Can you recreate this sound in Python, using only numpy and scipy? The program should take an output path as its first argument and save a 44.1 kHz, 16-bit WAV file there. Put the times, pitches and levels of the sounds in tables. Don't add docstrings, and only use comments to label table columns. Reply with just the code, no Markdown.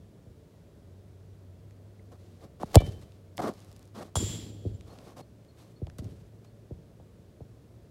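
import sys
import numpy as np
from scipy import signal
from scipy.fft import rfft, irfft
from scipy.io import wavfile
from scipy.ndimage import uniform_filter1d

SR = 44100
rng = np.random.default_rng(int(sys.argv[2]) if len(sys.argv) > 2 else 0)


def natural_amplitude(level_db):
    exponent = np.asarray(level_db, float) / 20
    return 10 ** exponent


def waveform_to_disk(signal):
    frames = np.transpose(np.atleast_2d(signal))
    scaled = np.clip(frames, -1, 1) * 32767
    samples = np.round(scaled).astype(np.int16)
    wavfile.write(sys.argv[1], SR, samples)


N = 348457
t = np.arange(N) / SR
freqs = np.fft.rfftfreq(N, 1 / SR)

# [f/Hz, level/dB per Hz]
TRAFFIC_TONE = [(12, -52), (20, -14.5), (75, 1.5), (97, -4.5), (129, -2), (163, -2.5), (247, -8.5),
                (416, -10), (452, -9), (492, -15.5), (572, -12.5), (723, -20.5), (1100, -42), (1430, -53),
                (2420, -120)]
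# [f/Hz, level/dB per Hz]
AIR_TONE = [(530, -28.5), (900, -1), (2350, -9), (3020, -10.5), (3410, -9.5), (8680, -15.5), (15800, -20.5)]
# [t/s, level/dB, f/Hz]
HUM_PATH = [(0.0, -54, 100), (0.55, -64.5, 99), (0.81, -54, 98.7), (1.56, -52, 98.7), (2.22, -51.5, 97),
            (2.5, -60.5, 92), (3.0, -56, 98.6), (4.1, -56, 100.4), (4.8, -57, 105.1), (5.0, -67, 106),
            (5.3, -66, 110.6), (5.79, -57.5, 111), (6.05, -53, 95.7), (6.42, -57, 108.5), (7.0, -61, 104.3),
            (7.25, -61, 94), (7.6, -61.5, 108), (7.9, -57, 108.2)]
# [t/s, level/dB, fade/dB per s]
HUM_BOOMS = [
    (2.8, -38, 133.5),
    (4.19, -44, 21),
    (6.04, -64, 40.5),
]
# [t/s, level over the traffic/dB, fade/dB per s]
LOW_RUMBLES = [
    (2.8, 17.5, 90.5),
    (4.26, 7.5, 32),
    (4.67, -6, 53.5),
    (5.99, 3, 78),
]

# [t/s, thump
# level/dB, knock level/dB, thump f/Hz, knock f/Hz]
NEAR_BLOWS = [(2.445, -37.5, -46.5, 152, 453), (2.6318, -25.5, -18.5, 186.5, 760),
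              (2.7554, 0.5, -2.5, 92, 585), (2.7607, -24.5, -8.5, 149.5, 324),
              (2.769, -31, -9.5, 150.1, 605), (2.804, -21, -24, 96.1, 501.3),
              (2.818, -39.5, -25, 99.9, 555), (2.872, -29, -32.5, 110, 377),
              (3.3792, -35, -31.5, 152.3, 885), (3.397, -30, -24, 190, 610), (5.986, -35.5, -42, 154, 1245)]
# [t/s, thump level/dB, knock level/dB, knock f/Hz, echo over the usual/dB]
FAR_BLOWS = [(0.263, -39.5, -45.5, 398, 4), (4.1553, -18, -16.5, 845, -1), (4.168, -26.5, -23.5, 504, -11),
             (4.2244, -23, -25.5, 317, 3.5), (4.65, -22, -26, 342, -2), (4.6604, -26.5, -27, 293, 0),
             (5.8164, -22.5, -28.5, 338, -1), (5.8695, -59.5, -37.5, 630, -4),
             (5.881, -41.5, -61.5, 295, 4), (5.9855, -27.5, -37.5, 439.7, 5), (6.0179, -50, -32, 242, 9),
             (6.051, -33.5, -41, 298, -1.5), (6.7072, -28, -31, 357, 0.5), (6.998, -45, -42.5, 550, -11.5),
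             (7.185, -43, -52.5, 398, -1.5), (7.405, -34.5, -35.5, 455, -1.5), (7.49, -42, -58, 397, -1)]

# [t/s, peak level/dB, centre f/Hz]
STUD_TICKS = [(1.7085, -49, 2200), (2.2618, -59, 1798), (2.6134, -40, 2760), (2.6195, -46, 3570),
              (2.7549, -1.5, 3800), (3.3678, -44, 5020), (3.3714, -30, 9000), (3.379, -24.5, 2430),
              (4.809, -40, 2400), (4.9866, -41, 2205), (5.4482, -54, 1977), (5.8684, -42, 1800),
              (5.8985, -40, 1390), (5.9843, -33.5, 4310), (6.0432, -44, 4260), (6.4483, -64, 4200)]
# [t/s, peak level/dB]
FLUNG_CRUMBS = [
    (2.7884, -32.5),
    (2.803, -38.5),
    (2.8159, -40),
    (2.8661, -38),
    (2.8898, -43),
    (2.9218, -40.5),
    (3.1202, -47),
]
# [t/s, peak level/dB]
DROPPED_CRUMBS = [
    (3.5373, -44),
    (3.6029, -42.5),
    (3.6462, -44),
    (3.715, -43.5),
    (3.727, -45.5),
    (3.7633, -41.5),
    (3.7931, -44),
    (3.8276, -47),
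    (3.8542, -46),
    (3.876, -51),
]

# [t/s, length/s, start f/Hz, end f/Hz, level/dB]
BIRD_CHEEPS = [
    (1.994, 0.0048, 2150, 2010, -58),
    (4.901, 0.029, 4260, 4320, -68),
    (5.204, 0.032, 4320, 4300, -70),
    (5.483, 0.033, 4270, 4290, -71),
    (5.757, 0.032, 4290, 4400, -68),
    (6.464, 0.028, 4250, 4400, -71.5),
    (4.747, 0.021, 7300, 7250, -65.5),
]

# [t/s, length/s, grit level/dB, hiss level/dB, change over the length/dB]
BOOT_BRUSHES = [(2.12, 0.046, -52.5, -63, -16), (2.407, 0.034, -65, -77.5, 12),
                (2.445, 0.029, -53.5, -62, -17), (2.602, .024, -44.5, -59, -0.5),
                (2.63, 0.019, -40, -51.5, -18.5), (2.658, 0.065, -63.5, -64, 5.5),
                (2.73, 0.01, -45.5, -53.5, -1), (2.7439, 0.0087, -25.5, -30.5, -3.5),
                (2.806, .03, -41, -48, -23), (2.865, 0.026, -58, -59.5, -13),
                (3.015, 0.022, -61.5, -71, -7), (3.389, 0.017, -32, -51, 1), (3.42, 0.072, -33, -48.5, 0.5),
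                (3.501, 0.037, -43, -56, -20.5), (3.95, 0.083, -46.5, -57.5, 4.5),
                (4.045, 0.051, -55.5, -62, -7.5), (4.9, .035, -60, -77, -2.5), (5.07, 0.034, -61, -76, -8),
                (5.168, 0.042, -48.5, -56.5, 0.5), (5.593, 0.036, -69, -72.5, -6),
                (5.988, 0.021, -53, -49, -21), (6.447, 0.017, -58, -67.5, -12)]
# [t/s, length/s, grit level/dB, hiss level/dB, change over the length/dB]
SLOW_BRUSHES = [
    (2.2, 0.23, -75, -72.5, 0),
    (2.85, 0.34, -62, -57.5, -19),
    (3.55, .33, -61, -63, -10.5),
    (4.88, 0.24, -59, -65.5, 1),
    (5.585, 0.14, -63.5, -64, -9),
    (6.03, .25, -68, -66.5, -10),
]
# [t/s, level/dB]
CRUMB_SPRAY = [
    (2.758, -26),
    (2.766, -44),
    (2.774, -58),
    (2.797, -64),
]
# [f/Hz, level/dB per Hz]
FIBRE_TONE = [(710, -30), (1200, -15.5), (2480, -16), (3110, -15.5), (4220, -15), (12700, -25.5),
              (15000, -32.5), (16000, -35.5)]
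# [f/Hz, level/dB per Hz]
CRUNCH_TONE = [(260, -27), (450, 0.5), (736, 3), (940, -8), (1080, -2), (1720, -17.5), (2200, -20),
               (2860, -53), (4840, -120)]

# [f/Hz, level/dB, time to fall 60 dB/s]
BALL_MODES = [(1174.6, -20.5, .2), (1760, -12.5, 0.47), (2331, 5, 0.18), (2960, -0.5, .22),
              (3080, -5, 0.46), (3070, -7.5, 0.51), (3440, 3.5, 0.13), (3683, -8, 0.33), (4050, -8, 0.1522),
              (4410, -13.5, .25), (5037, -21.5, .2)]

# [f/Hz, level/dB, time to fall 60 dB/s]
FENCE_MODES = [(3340, -7.5, 0.36), (3639, -19, 0.12), (5728, -22, .1), (7220, -6, .1), (6800, -13, .25),
               (7558, -21, .25), (8920, -2, 0.12), (9830, -5, 0.089)]
# [f/Hz, width/Hz, level/dB, change/dB per s]
RATTLING_BARS = [(3310, 140, -3.5, 1), (3860, 2300, 0.5, 7.5), (7300, 350, 2, -37.5), (9000, 1400, -4, -45),
                 (10000, 2000, -13, -51)]
# [t/s, level/dB]
FENCE_SHIVER = [
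    (4.155, -30),
    (4.183, -37),
    (4.34, -41),
    (4.42, -47),
    (4.529, -56.5),
    (4.75, -66),
    (4.9, -71),
]
# [f/Hz, level/dB per Hz]
MESH_TONE = [(530, -45), (900, -10), (2500, -17.5), (3340, -7.5), (6640, -10.5), (7310, 6.5), (8150, -16),
             (14700, -83.5), (16000, -45.5)]


def level(x, db):
    return x * natural_amplitude(db) / np.sqrt(np.mean(x ** 2))


def peak1(x):
    return x / np.abs(x).max()


def add(out, s, x):
    i = int(s * SR)
    out[i:i + len(x)] += x[:N - i]


def band(x, lo_hz, hi_hz, order):
    edges_hz = [lo_hz, min(hi_hz, SR / 2.2)]
    return signal.sosfilt(signal.butter(order, edges_hz, "bandpass", fs=SR, output="sos"), x)


def colour(x, tone):
    hz, db = np.transpose(tone)
    gain = natural_amplitude(np.interp(np.log(freqs + 1), np.log(hz), db))
    return level(irfft(rfft(x) * gain, N), 0)


def curve(rows, column):
    rows = np.array(rows)
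    return natural_amplitude(np.interp(t, rows[:, 0], rows[:, column], left=-200, right=-200))


def fading(s, db, fade_db, rise_s):
    since = np.clip(t - s, 0, None)
    return natural_amplitude(db - fade_db * since) * np.clip(since / rise_s, 0, 1)


def walk(rate):
    hold = int(SR / rate)
    steps = np.repeat(rng.standard_normal(N // hold + 1), hold)
    return 1.3 * uniform_filter1d(uniform_filter1d(steps, hold), hold)[:N]


def grains(share, spread_db):
    chance = rng.random((3, N))
    size_db = np.minimum(-spread_db * np.log(1 - chance[2]), 12)
    return (chance[0] < share) * np.sign(chance[1] - 0.5) * natural_amplitude(size_db)


def wavelet(hz, cycles, rise):
    turns = t[:SR // 10] * hz
    start = 1 - np.exp(-(turns / rise) ** 2)
    return peak1(start * np.cos(2 * np.pi * turns - 0.8) * np.exp(-(turns / cycles) ** 2))


def ring(modes, s, rise_s, warble_db):
    since = np.clip(t - s, 0, None)
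    out = np.zeros(N)
    for hz, db, t60 in modes:
        out += natural_amplitude(db - 60 * since / t60 + warble_db * walk(40)) * np.sin(2 * np.pi * hz * since)
    return out * (1 - np.exp(-since / rise_s))


def town():
    swell = natural_amplitude(-55.22 + 0.6 * walk(3.09))
    rumble = 1 + sum(fading(*row, rise_s=0.026) for row in LOW_RUMBLES)
    traffic = colour(rng.standard_normal(N), TRAFFIC_TONE) * swell * rumble
    air = colour(rng.standard_normal(N), AIR_TONE) * natural_amplitude(-71.5)
    times, _, pitches = np.transpose(HUM_PATH)
    hz = np.interp(t, times, pitches) * (1 + 0.03 * walk(18))
    hum = np.sqrt(2) * np.sin(2 * np.pi * np.cumsum(hz) / SR) * natural_amplitude(2.0 * walk(28))
    boom = sum(fading(*row, rise_s=0.025) for row in HUM_BOOMS)
    return traffic + air + hum * (curve(HUM_PATH, column=1) + boom)


def echo(blow):
    u = t[:SR]
    uneven_db = 3.5 * rng.standard_normal(SR // 441 + 1).repeat(441)[:SR]
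    scatter = rng.standard_normal(SR) * natural_amplitude(uneven_db)
    scatter *= np.exp(-np.log(1000) * u / 0.45)
    scatter *= np.clip((u - 0.025) / 0.01, 0, 1)
    return signal.fftconvolve(blow, scatter)


def blows():
    out = np.zeros(N)
    near_cycles, far_cycles = 1.6, 1.16
    near_echo_db, far_echo_db = -47, -36
    rows = [(*row, near_echo_db, near_cycles) for row in NEAR_BLOWS]
    for s, thump_db, knock_db, knock_hz, more_echo_db in FAR_BLOWS:
        ground_hz = 92 - max(thump_db + 20, -20)
        rows.append((s, thump_db, knock_db, ground_hz, knock_hz, far_echo_db + more_echo_db, far_cycles))
    for s, thump_db, knock_db, thump_hz, knock_hz, echo_db, cycles in rows:
        thump = natural_amplitude(thump_db) * wavelet(thump_hz, cycles=1.1, rise=0.38)
        knock = natural_amplitude(knock_db) * wavelet(knock_hz, cycles=cycles, rise=0.45)
        add(out, s, thump + knock)
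        add(out, s, natural_amplitude(echo_db) * echo(thump + natural_amplitude(-8) * knock))
    for s, _, knock_db, knock_hz, _ in FAR_BLOWS:
        add(out, s + 0.009, natural_amplitude(knock_db - 12.5) * wavelet(knock_hz * 1.36, cycles=2.15, rise=0.35))
    return out


def ticks():
    out, u = np.zeros(N), t[:512]
    flung_hz, dropped_hz = 2900, 4720
    rows = STUD_TICKS + [(*row, flung_hz) for row in FLUNG_CRUMBS]
    rows = rows + [(*row, dropped_hz) for row in DROPPED_CRUMBS]
    for s, db, hz in rows:
        splinters = rng.standard_normal(len(u)) * natural_amplitude(-16 - 60 * u / 0.0076)
        click = splinters - signal.unit_impulse(len(u))
        click = band(click, hz / 2.0, hz * 2.9, order=1)
        click = band(click, hz / 2.4, min(hz * 2.5, 11000), order=1)
        add(out, s + 0.0008, natural_amplitude(db) * peak1(click))
    return out


def bird():
    out = np.zeros(N)
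    for s, length, start_hz, end_hz, db in BIRD_CHEEPS:
        u = np.arange(int(length * SR)) / SR
        swell = np.sin(np.pi * u / length) ** 0.19
        add(out, s, natural_amplitude(db) * swell * signal.chirp(u, start_hz, length, end_hz))
    out *= natural_amplitude(1.0 + 3.9 * walk(250))
    trees = rng.standard_normal(SR // 8) * natural_amplitude(-45 - 60 * t[:SR // 8] / 0.094)
    return out + signal.fftconvolve(out, trees)[:N]


def brushes(column):
    out = np.full(N, 1e-9)
    for rows, longest_edge_s in ((BOOT_BRUSHES, 0.0084), (SLOW_BRUSHES, 0.04)):
        for row in rows:
            s, length, change_db = row[0], row[1], row[4]
            edge = min(0.27 * length, longest_edge_s)
            a, b = int((s - edge) * SR), int((s + length + edge) * SR)
            corners_s = [s - edge, s, s + length, s + length + edge]
            shape_db = np.interp(t[a:b], corners_s, [-18, 0, change_db, change_db - 17])
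            out[a:b] += natural_amplitude(row[column] + shape_db)
    return out


def scuffs():
    grit, brush = brushes(column=2), brushes(column=3)
    crunch = band(colour(grains(0.03, 1.4), CRUNCH_TONE) * grit, 300, 2300, order=2)
    sole = level(band(grains(0.012, 2.0), 150, 410, order=2), -1)
    tread = band(sole * grit, 120, 870, order=2)
    hiss = colour(grains(0.15, 2.9), FIBRE_TONE) * natural_amplitude(1.3 * walk(70))
    hiss *= brush + curve(CRUMB_SPRAY, column=1)
    return natural_amplitude(-1.26) * crunch + tread + natural_amplitude(-1.2) * hiss


def ball():
    return natural_amplitude(-40.5) * ring(BALL_MODES, 2.768, rise_s=0.012, warble_db=1.5)


def rattling_bars(since):
    knocks, out = grains(0.18, 1.2), np.zeros(N)
    for hz, width_hz, db, fade_db in RATTLING_BARS:
        bar = level(band(knocks, hz - width_hz / 2, hz + width_hz / 2, order=1), 0)
        out += natural_amplitude(db + fade_db * since + 2.5 * walk(45)) * bar
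    return out


def wire_mesh(since):
    mesh = colour(rng.standard_normal(N), MESH_TONE) * natural_amplitude(-15 * since)
    split_hz, hold_s, fade_db_s = 8500, 0.19, 161
    fine = band(mesh, split_hz, SR / 2, order=2)
    fine *= natural_amplitude(-fade_db_s * np.clip(since - hold_s, 0, 1))
    return band(mesh, 300, split_hz, order=2) - fine


def boards():
    knocks = level(band(grains(0.012, 3.5), 144, 318, order=2), 0)
    gain = fading(4.17, db=-34, fade_db=56, rise_s=0.031) * natural_amplitude(2.6 * walk(30))
    return band(gain * knocks, 85, 1270, order=2)


def fence():
    since = np.clip(t - FENCE_SHIVER[0][0], 0, 1)
    shaking = natural_amplitude(-3.5) * wire_mesh(since) + natural_amplitude(-12) * rattling_bars(since)
    struck = natural_amplitude(-30.5) * ring(FENCE_MODES, 4.1555, rise_s=0.00096, warble_db=1.5)
    return curve(FENCE_SHIVER, column=1) * shaking + boards() + struck


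def scene():
    return (town() + blows() + ticks() + bird() + scuffs() + ball() + fence())[None]


def band_limit(x):
    return signal.sosfilt(signal.butter(12, 17330, fs=SR, output="sos"), x)


def record(dry):
    lag = np.exp(2j * np.pi * 1.2 * np.log(1 + 1500 / np.maximum(freqs, 25)))
    treble_cut = np.where(freqs < 15800, 1, natural_amplitude(-31.5))
    bass_cut = 1 / np.sqrt(1 + (48 / (freqs + 1)) ** 6)
    mix = irfft(rfft(dry) * lag * treble_cut * bass_cut, N)
    return band_limit(mix)


dry = scene()
out = record(dry)
waveform_to_disk(out)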